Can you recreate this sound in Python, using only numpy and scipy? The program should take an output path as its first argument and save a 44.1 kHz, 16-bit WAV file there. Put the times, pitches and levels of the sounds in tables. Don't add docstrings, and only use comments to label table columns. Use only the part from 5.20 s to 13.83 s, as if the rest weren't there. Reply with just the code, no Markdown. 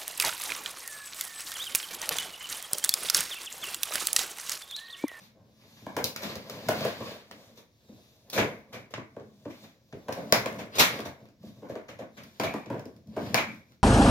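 import sys
import numpy as np
from scipy import signal
from scipy.fft import rfft, irfft, next_fast_len
from scipy.io import wavfile
from scipy.ndimage import uniform_filter1d, map_coordinates

SR = 44100
rng = np.random.default_rng(int(sys.argv[2]) if len(sys.argv) > 2 else 0)


def natural_amplitude(level_db):
    exponent = np.asarray(level_db, float) / 20
    return 10 ** exponent


def store_wav(level_fs):
    pcm = np.round(np.clip(np.atleast_2d(level_fs), -1, 1) * 32767)
    wavfile.write(sys.argv[1], SR, pcm.T.astype(np.int16))


N = 380583

# (middle [s], length [s], drumming [dB],
# thud of the walls [dB re drumming], scrape of the edges [dB re drumming])
STROKES = [(0.012, 0.13, -73.5, 19, 13.5), (0.223, 0.16, -61, 2.5, -52), (0.6, 0.46, -67, 10.5, 5),
           (0.813, 0.13, -37, -1, -31), (1.083, 0.16, -41.5, 1, 1.5), (1.32, 0.17, -46, -1.5, -7.5),
           (1.481, 0.03, -56, 26.5, -16), (1.564, 0.45, -46.5, 4, -2), (1.62, 0.17, -46.5, 4, 5.5),
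           (1.874, 0.21, -44.5, -1, -2), (2.218, 0.26, -56, 0, -7.5), (2.75, 0.17, -64.5, 6.5, -34),
           (2.844, 0.56, -70.5, 0.5, -0.5), (3.263, 0.23, -42, 1, -18), (3.573, 0.15, -54, 9.5, -17),
           (3.817, 0.13, -63, -5, -30), (3.97, 0.27, -69, 12, -20), (4.268, 0.45, -65.5, 8, -12.5),
           (4.396, 0.23, -70, 10.5, 2.5), (4.44, 0.027, -61, 11, 0), (4.768, 0.25, -70, 7.5, -7),
           (4.957, 0.15, -47.5, -7, -24), (5.14, 0.41, -46.5, 7, -13), (5.282, 0.28, -44.5, -22, -23),
           (5.4, 0.13, -45.5, 7, -33), (5.589, 0.086, -44.5, 0.5, 11), (5.74, 0.12, -40, 2, -0.5),
           (6.017, .2, -61.5, 1.5, -21.5), (6.267, 0.094, -58.5, 19.5, -3.5),
           (6.382, 0.1, -63.5, 14, -13.5), (6.51, 0.23, -66, 2, -11), (6.753, 0.16, -60, 11, -21),
           (7.028, 0.21, -65, 15, -3), (7.292, 0.28, -64.5, -3, 4), (7.553, 0.089, -33.5, 1, -55),
           (7.699, 0.24, -62.5, 11.5, -23), (7.891, 0.04, -67.5, 26, -22), (8.058, 0.19, -43, 11, -8),
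           (8.172, 0.094, -43, -13, -14), (8.301, 0.18, -55, 14.5, -8), (8.51, 0.1, -72, 13, -7)]
# (thud [dB], drumming [dB], scrape [dB], hiss [dB])
HELD_DB = [-75, -79.5, -96, -91.5]
# (frequency [Hz], width [Hz], relative level [dB])
BOX_MODES = [(86, 54, -11.5), (117, 29.6, -0.5), (216.4, 17.6, 2), (289.4, 22.5, 0.5), (340, 29, -2),
             (412.6, 76, -1.5), (521, 80.7, 1.5), (646.6, 85, 1), (746, 262, -8), (1014, 291, -10.5),
             (1170, 140, -13.5), (1553, 260, -23.5)]
# (frequency [Hz], relative level per Hz [dB])
SCRAPE_COLOUR = [(410, 0), (700, 4.5), (1190, 7), (1400, -34.5), (1630, 7), (1910, -2), (5000, 1),
                 (6500, -42), (11000, -120)]
# (frequency [Hz], relative level per Hz [dB])
HISS_COLOUR = [(1470, -38.5), (2500, 0), (3080, -9), (3660, 9.5), (3830, 5), (4950, 2), (5870, 3.5),
               (8270, -5.5), (15200, -3), (16000, -71)]
# (frequency [Hz], relative level per Hz [dB])
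AIR_COLOUR = [(18, -47), (30, 8), (115, 6), (210, -10.5), (364, -6.5), (569, -65), (1250, -35), (2980, -29),
              (5450, -25), (9220, -44), (16000, -38.5)]
# (frequency [Hz], 60 dB decay time [s], level [dB])
ROOM_BANDS = [(148, 0.28, 3.5), (500, 0.29, 2.5), (1970, 0.38, 9), (2200, 0.45, 12), (2470, 0.3, 10),
              (5000, 0.26, 4), (12000, .25, 4)]
# (time [s], base level [dB], knock [dB re base], click [dB re base], rise [s])
JERKS = [(0.028, -56.5, -25, -8, 0.0092), (1.016, -30, -6.5, -12, 0.0085), (2.355, -52, -1.5, -6, 0.06),
         (3.12, -28, -1, -9.5, 0.099), (3.176, -12.5, -6, -25, 0.0023), (3.521, -34, -8, -20, .019),
         (3.701, -50, -0.5, -11, 0.004), (4.294, -42.5, -11, -20, .005), (4.433, -48, -3.5, -24, 0.0058),
         (4.964, -41.5, 9, -17, .004), (5.384, -30.5, -5, -20, 0.004), (5.547, -33.5, -2, -7.5, 0.0073),
         (5.582, -7, -18, -11.5, 0.0075), (5.845, -34.5, 1, -13.5, 0.0031), (6.41, -59.5, 19, -43, 0.017),
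         (6.481, -47, 14, -13, 0.0072), (6.68, -36, -8.5, -23, .008), (6.783, -38.5, 4.5, -20.5, 0.0024),
         (6.968, -36, -9.5, -22.5, 0.0028), (7.232, -22, -3, -19.5, 0.0037),
         (7.56, -47.5, -3.5, -30, 0.008), (8.174, -14.5, -16, -39, 0.0017)]
# (time [s], base level [dB], knock [dB re base], click [dB re base], length [s])
CATCHES = [(0.437, -44.5, -9, -41, .008), (0.615, -54.5, 11, -17, 0.0089), (0.665, -57, 31.5, -45, 0.0041),
           (0.766, -17, -0.5, -17.5, 0.017), (0.8422, -23, -7, 11.5, 0.003),
           (0.961, -17, -30, -11.5, 0.0077), (1.154, -27.5, -5.5, -9, 0.022),
           (1.297, -21, -25, -11, 0.0061), (1.486, -13, 0.5, -15, 0.011), (1.49, -12.5, 0.5, -38.5, 0.0012),
           (1.607, -26.5, 3, -14, 0.025), (1.649, -35.5, 21, -50, 0.01), (1.805, -29.5, 3.5, -47.5, .012),
           (2.111, -26, -19, -18, 0.014), (2.684, -50, 7.5, -23, 0.027), (3.099, -38.5, -34.5, 2, .019),
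           (3.185, -9, -9, -30.5, 0.0082), (3.738, -16.5, -21.5, -38.5, 0.021),
           (3.778, -26.5, -1.5, -40, 0.0045), (3.965, -37.5, 8, -30, 0.0036), (3.998, -35, -3, -33, 0.0046),
           (4.253, -34.5, 6.5, -37.5, 0.017), (4.725, -30.5, -2.5, -36.5, 0.02),
           (4.883, -24.5, 3.5, -29.5, 0.018), (4.923, -23, -17.5, -12.5, 0.029),
           (5.124, 6, -13.5, -14.5, 0.0078), (5.259, -11.5, -7.5, -32, 0.013),
           (5.361, -36.5, -9.5, -14.5, 0.0081), (5.791, -20, -3, -37.5, 0.0046),
           (5.803, -26, -7.5, -12, 0.01), (6.005, -43.5, -0.5, -31.5, .008),
           (6.054, -41, -15.5, -20.5, .0088), (6.087, -44.5, -12, -17, 0.0056),
           (6.23, -56, 17.5, -6, 0.0099), (6.554, -25.5, 0.5, -45, 0.0074), (7.034, -35, -21, -12, 0.015),
           (7.198, -10, -8.5, -24.5, 0.017), (7.212, -19.5, -4.5, -16.5, 0.0034),
           (7.244, -26, 0.5, -21, 0.013), (7.338, -23.5, 3, -44.5, 0.017), (7.459, -31, -5.5, -28, 0.016),
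           (7.5, -33.5, 11.5, -40.5, 0.023), (7.544, -35, -6, -34, .008), (7.581, -44, -19, -17.5, 0.004),
           (7.593, -35.5, -18.5, -13, 0.014), (7.655, -37, 3.5, -10, 0.0076),
           (7.763, -45.5, -2, -12, .0063), (7.872, -59, -4, 1, .008), (7.964, -35.5, 14.5, -22, 0.036),
           (8.144, 4.5, -18, -16, 0.004), (8.316, -40.5, -17, -32, .0058), (8.52, -42.5, -40, -16.5, .0068)]
# (frequency [Hz], relative level per Hz [dB])
SNAP_COLOUR = [(350, -3), (600, -0.5), (1730, -3.5), (2870, -9), (6460, -16.5), (7020, -18.5),
               (8620, -28.5), (13200, -39.5), (16000, -47.5)]
# (frequency [Hz], relative level per Hz [dB])
CLICK_COLOUR = [(1470, -48), (2500, -18), (3570, -10), (5350, -4), (6060, -10.5), (8270, -17.5),
                (9080, -16.5), (12600, -14.5), (16000, -18.5)]
# (time [s], level before build-up and fade [dB])
JOLTS = [(3.16, -27), (3.537, -42.5), (6.972, -54.5), (7.2, -41), (7.244, -31), (7.34, -59), (8.144, -23.5)]
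# (time [s], lead [ms])
LEFT_LEAD = [(0, 0.36), (.4, 0.17), (2.3, .12), (2.7, 0.26), (3.1, 0.071), (4.7, 0.15), (5, 0.4),
             (5.9, 0.34), (6.1, 0.14), (6.9, 0.18), (7.1, 0.41), (8.63, 0.4)]
# (frequency [Hz], level [dB])
MIC_RESPONSE = [(3000, -3), (7200, -2), (7900, -6), (9500, -4), (11500, -2), (15500, -0.5)]

SPLIT_HZ = 255
ENDS_DB, SWELL_POWER = 9.5, 1.8
HISS_DB, HISS_LOSS = -2.5, 0.4
TILT_PER_DB, FLAT_DB = 0.62, -26.5
TILT_PER_DOUBLING, CRISP_S = 1.3, 0.0057


def unit(x):
    return x / np.sqrt(np.mean(x ** 2) + 1e-20)


def along(points, hz):
    f, v = np.transpose(points)
    return np.interp(np.log(hz + 1), np.log(f + 1), v)


def filtered(x, response):
    m = next_fast_len(x.shape[-1] + 8192)
    spectrum = rfft(x, m) * response(np.fft.rfftfreq(m, 1 / SR))
    return irfft(spectrum, m)[..., :x.shape[-1]]


def coloured(x, colour):
    return filtered(x, lambda hz: natural_amplitude(along(colour, hz)))


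def resonance(f, centre, width):
    return 1j * f * width / (centre * centre - f * f + 1j * f * width)


def box(f):
    return sum((-1) ** k * natural_amplitude(db) * resonance(f, centre, width)
               for k, (centre, width, db) in enumerate(BOX_MODES))


def slips(rate, lumpy_db):
    values = rng.standard_normal(int(N * rate / SR) + 4)
    strength = map_coordinates(values, [np.arange(N) * rate / SR], order=1)
    return unit(natural_amplitude(lumpy_db * strength) * rng.standard_normal(N))


def strokes():
    mid, length, drum_db, thud_db, edge_db = np.transpose(STROKES)
    t = np.arange(0, N, 128)[:, None] / SR
    swell = natural_amplitude(-ENDS_DB * abs(2 * (t - mid) / length) ** SWELL_POWER)
    scrape_db = drum_db + edge_db
    hiss_db = scrape_db + HISS_DB - HISS_LOSS * (scrape_db + 55.5)
    peaks = natural_amplitude([drum_db + thud_db, drum_db, scrape_db, hiss_db])
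    strengths = peaks @ swell.T + natural_amplitude(HELD_DB)[:, None]
    return [np.interp(np.arange(N) / SR, t[:, 0], s) for s in strengths]


def rubbing():
    thud_gain, drum_gain, scrape_gain, hiss_gain = strokes()
    low = lambda f: 1 / (1 + (f / SPLIT_HZ) ** 8)
    thud = unit(filtered(slips(39, lumpy_db=-1.0), lambda f: box(f) * low(f)))
    drum = unit(filtered(slips(60, lumpy_db=3.5), lambda f: box(f) * (1 - low(f))))
    scrape = unit(coloured(slips(130, lumpy_db=4.5), SCRAPE_COLOUR))
    hiss = unit(coloured(slips(160, lumpy_db=0.5), HISS_COLOUR))
    return np.array([thud_gain * thud + drum_gain * drum, scrape_gain * scrape + hiss_gain * hiss])


def room_air():
    air = coloured(rng.standard_normal((2, N)), AIR_COLOUR)
    return natural_amplitude(-59.5) * unit(air + 2.1 * air.mean(0))


def room(x, size, blur):
    frames = dict(fs=SR, nperseg=size, noverlap=size * 3 // 4)
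    at, t60, level_db = np.transpose(ROOM_BANDS)
    hz, t, z = signal.stft(x, **frames)
    level = natural_amplitude(2 * along(np.c_[at, level_db], hz))[:, None]
    power = uniform_filter1d(abs(z) ** 2, size=blur, axis=0) * level
    decay = natural_amplitude(-120 * t[:SR * 4 // size] / along(np.c_[at, t60], hz)[:, None])
    decay[:, :2] = 0
    decay = decay / decay.sum(1, keepdims=True)
    stored = signal.fftconvolve(power, decay, axes=1)[:, :len(t)]
    noise = signal.stft(rng.standard_normal((2, N)), **frames)[2]
    field = noise / abs(noise).mean() * np.sqrt(abs(stored))
    return signal.istft(field, **frames)[1][:, :N]


def burst(x, response):
    z = rfft(x)
    even = z / np.sqrt(uniform_filter1d(abs(z) ** 2, size=200) + 1e-20)
    return irfft(even * response(np.fft.rfftfreq(len(x), 1 / SR)), len(x))


def contacts(rows, click_colour, rattle_db):
    out, t = np.zeros((2, N + SR)), np.arange(9000) / SR
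    early = 200
    for s, db, knock_db, click_db, length, tilt, rise in rows:
        i = round(s * SR)
        snap_noise, click_noise, knock_noise = rng.standard_normal((3, len(t)))
        rattle = natural_amplitude(rattle_db * np.interp(t * 250, np.arange(64), rng.standard_normal(64)))
        shape = lambda last: natural_amplitude(-60 * t / np.clip(last, .002, .4)) * (1 - np.exp(-t / rise)) ** 2
        fade = shape(length)
        push = shape(length + 0.024 * natural_amplitude(-1.6 * tilt))
        tilted_box = lambda f: box(f) * natural_amplitude(tilt * np.log2((f + 50) / 400))
        knock = unit(burst(knock_noise * push * rattle, tilted_box))
        push_size = np.sqrt(np.mean(push ** 2)) / push.max()
        out[0, i:i + len(t)] += natural_amplitude(db + knock_db + 1.0) * knock * push_size
        fade_size = np.sqrt(np.mean(fade ** 2)) / fade.max()
        snap = (snap_noise, db - 10.5, SNAP_COLOUR)
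        click = (click_noise, db + click_db + 1.0, click_colour)
        for noise, level_db, colour in (snap, click):
            crack = burst(np.roll(noise * fade * rattle, early), lambda f: natural_amplitude(along(colour, f)))
            out[1, i - early:i - early + len(t)] += natural_amplitude(level_db) * fade_size * unit(crack)
    return out[:, :N]


def jerks():
    rows = [(*row[:4], 0.053, -1.5, row[4]) for row in JERKS]
    return contacts(rows, HISS_COLOUR, rattle_db=8.5)


def catches():
    rows = []
    for s, db, knock_db, click_db, length in CATCHES:
        hardness = TILT_PER_DB * (db + knock_db - FLAT_DB)
        softness = TILT_PER_DOUBLING * np.log2(length / CRISP_S)
        tilt = np.clip(hardness - softness, -9, 4.2)
        rise = 0.00024 * natural_amplitude(-1.5 * tilt)
        rows.append((s, db, knock_db, click_db, length, tilt, rise))
    return contacts(rows, CLICK_COLOUR, rattle_db=5.0)


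def ring():
    build_s, fade_db_s = 0.016, 150
    gain = np.zeros(N)
    for s, db in JOLTS:
        since = np.maximum(np.arange(N) / SR - s, 0)
        gain += natural_amplitude(db - fade_db_s * since) * (1 - np.exp(-since / build_s))
    return gain * unit(filtered(slips(70, lumpy_db=4), lambda f: resonance(f, 2320, 270) ** 2))


def scene():
    rubbed, jerked, caught, ringing = rubbing(), jerks(), catches(), ring()
    walls, edges = caught + jerked + rubbed
    near = edges + ringing
    delay = np.interp(np.arange(N) / SR, *np.transpose(LEFT_LEAD)) * SR / 1000
    late = map_coordinates(near, [np.arange(N) - delay], order=3)
    low, high = natural_amplitude([[-3.5], [-7.5]]) * caught + jerked + natural_amplitude(-6) * rubbed
    wet = room(low, size=1024, blur=1) + room(high, size=256, blur=3)
    spread = lambda hz: 0.34 + .8 / (1 + (1000 / (hz + 1)) ** 4)
    apart = filtered((wet[0] - wet[1]) / 2, spread)
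    ports = walls + np.array([near + apart, late - apart])
    return ports + wet.mean(0) + room_air()


def low_pass(x):
    return signal.sosfilt(signal.butter(12, 17140, fs=SR, output="sos"), x)


def record(dry):
    def microphone(hz):
        band = np.where(hz < 15800, 1, natural_amplitude(-22))
        bass_cut = (1j * hz / (70 + 1j * hz)) ** 3
        return band * natural_amplitude(along(MIC_RESPONSE, hz)) * bass_cut
    mix = natural_amplitude([[.3], [-.3]]) * filtered(dry, microphone)
    return low_pass(mix)


dry = scene()
out = record(dry)
store_wav(out)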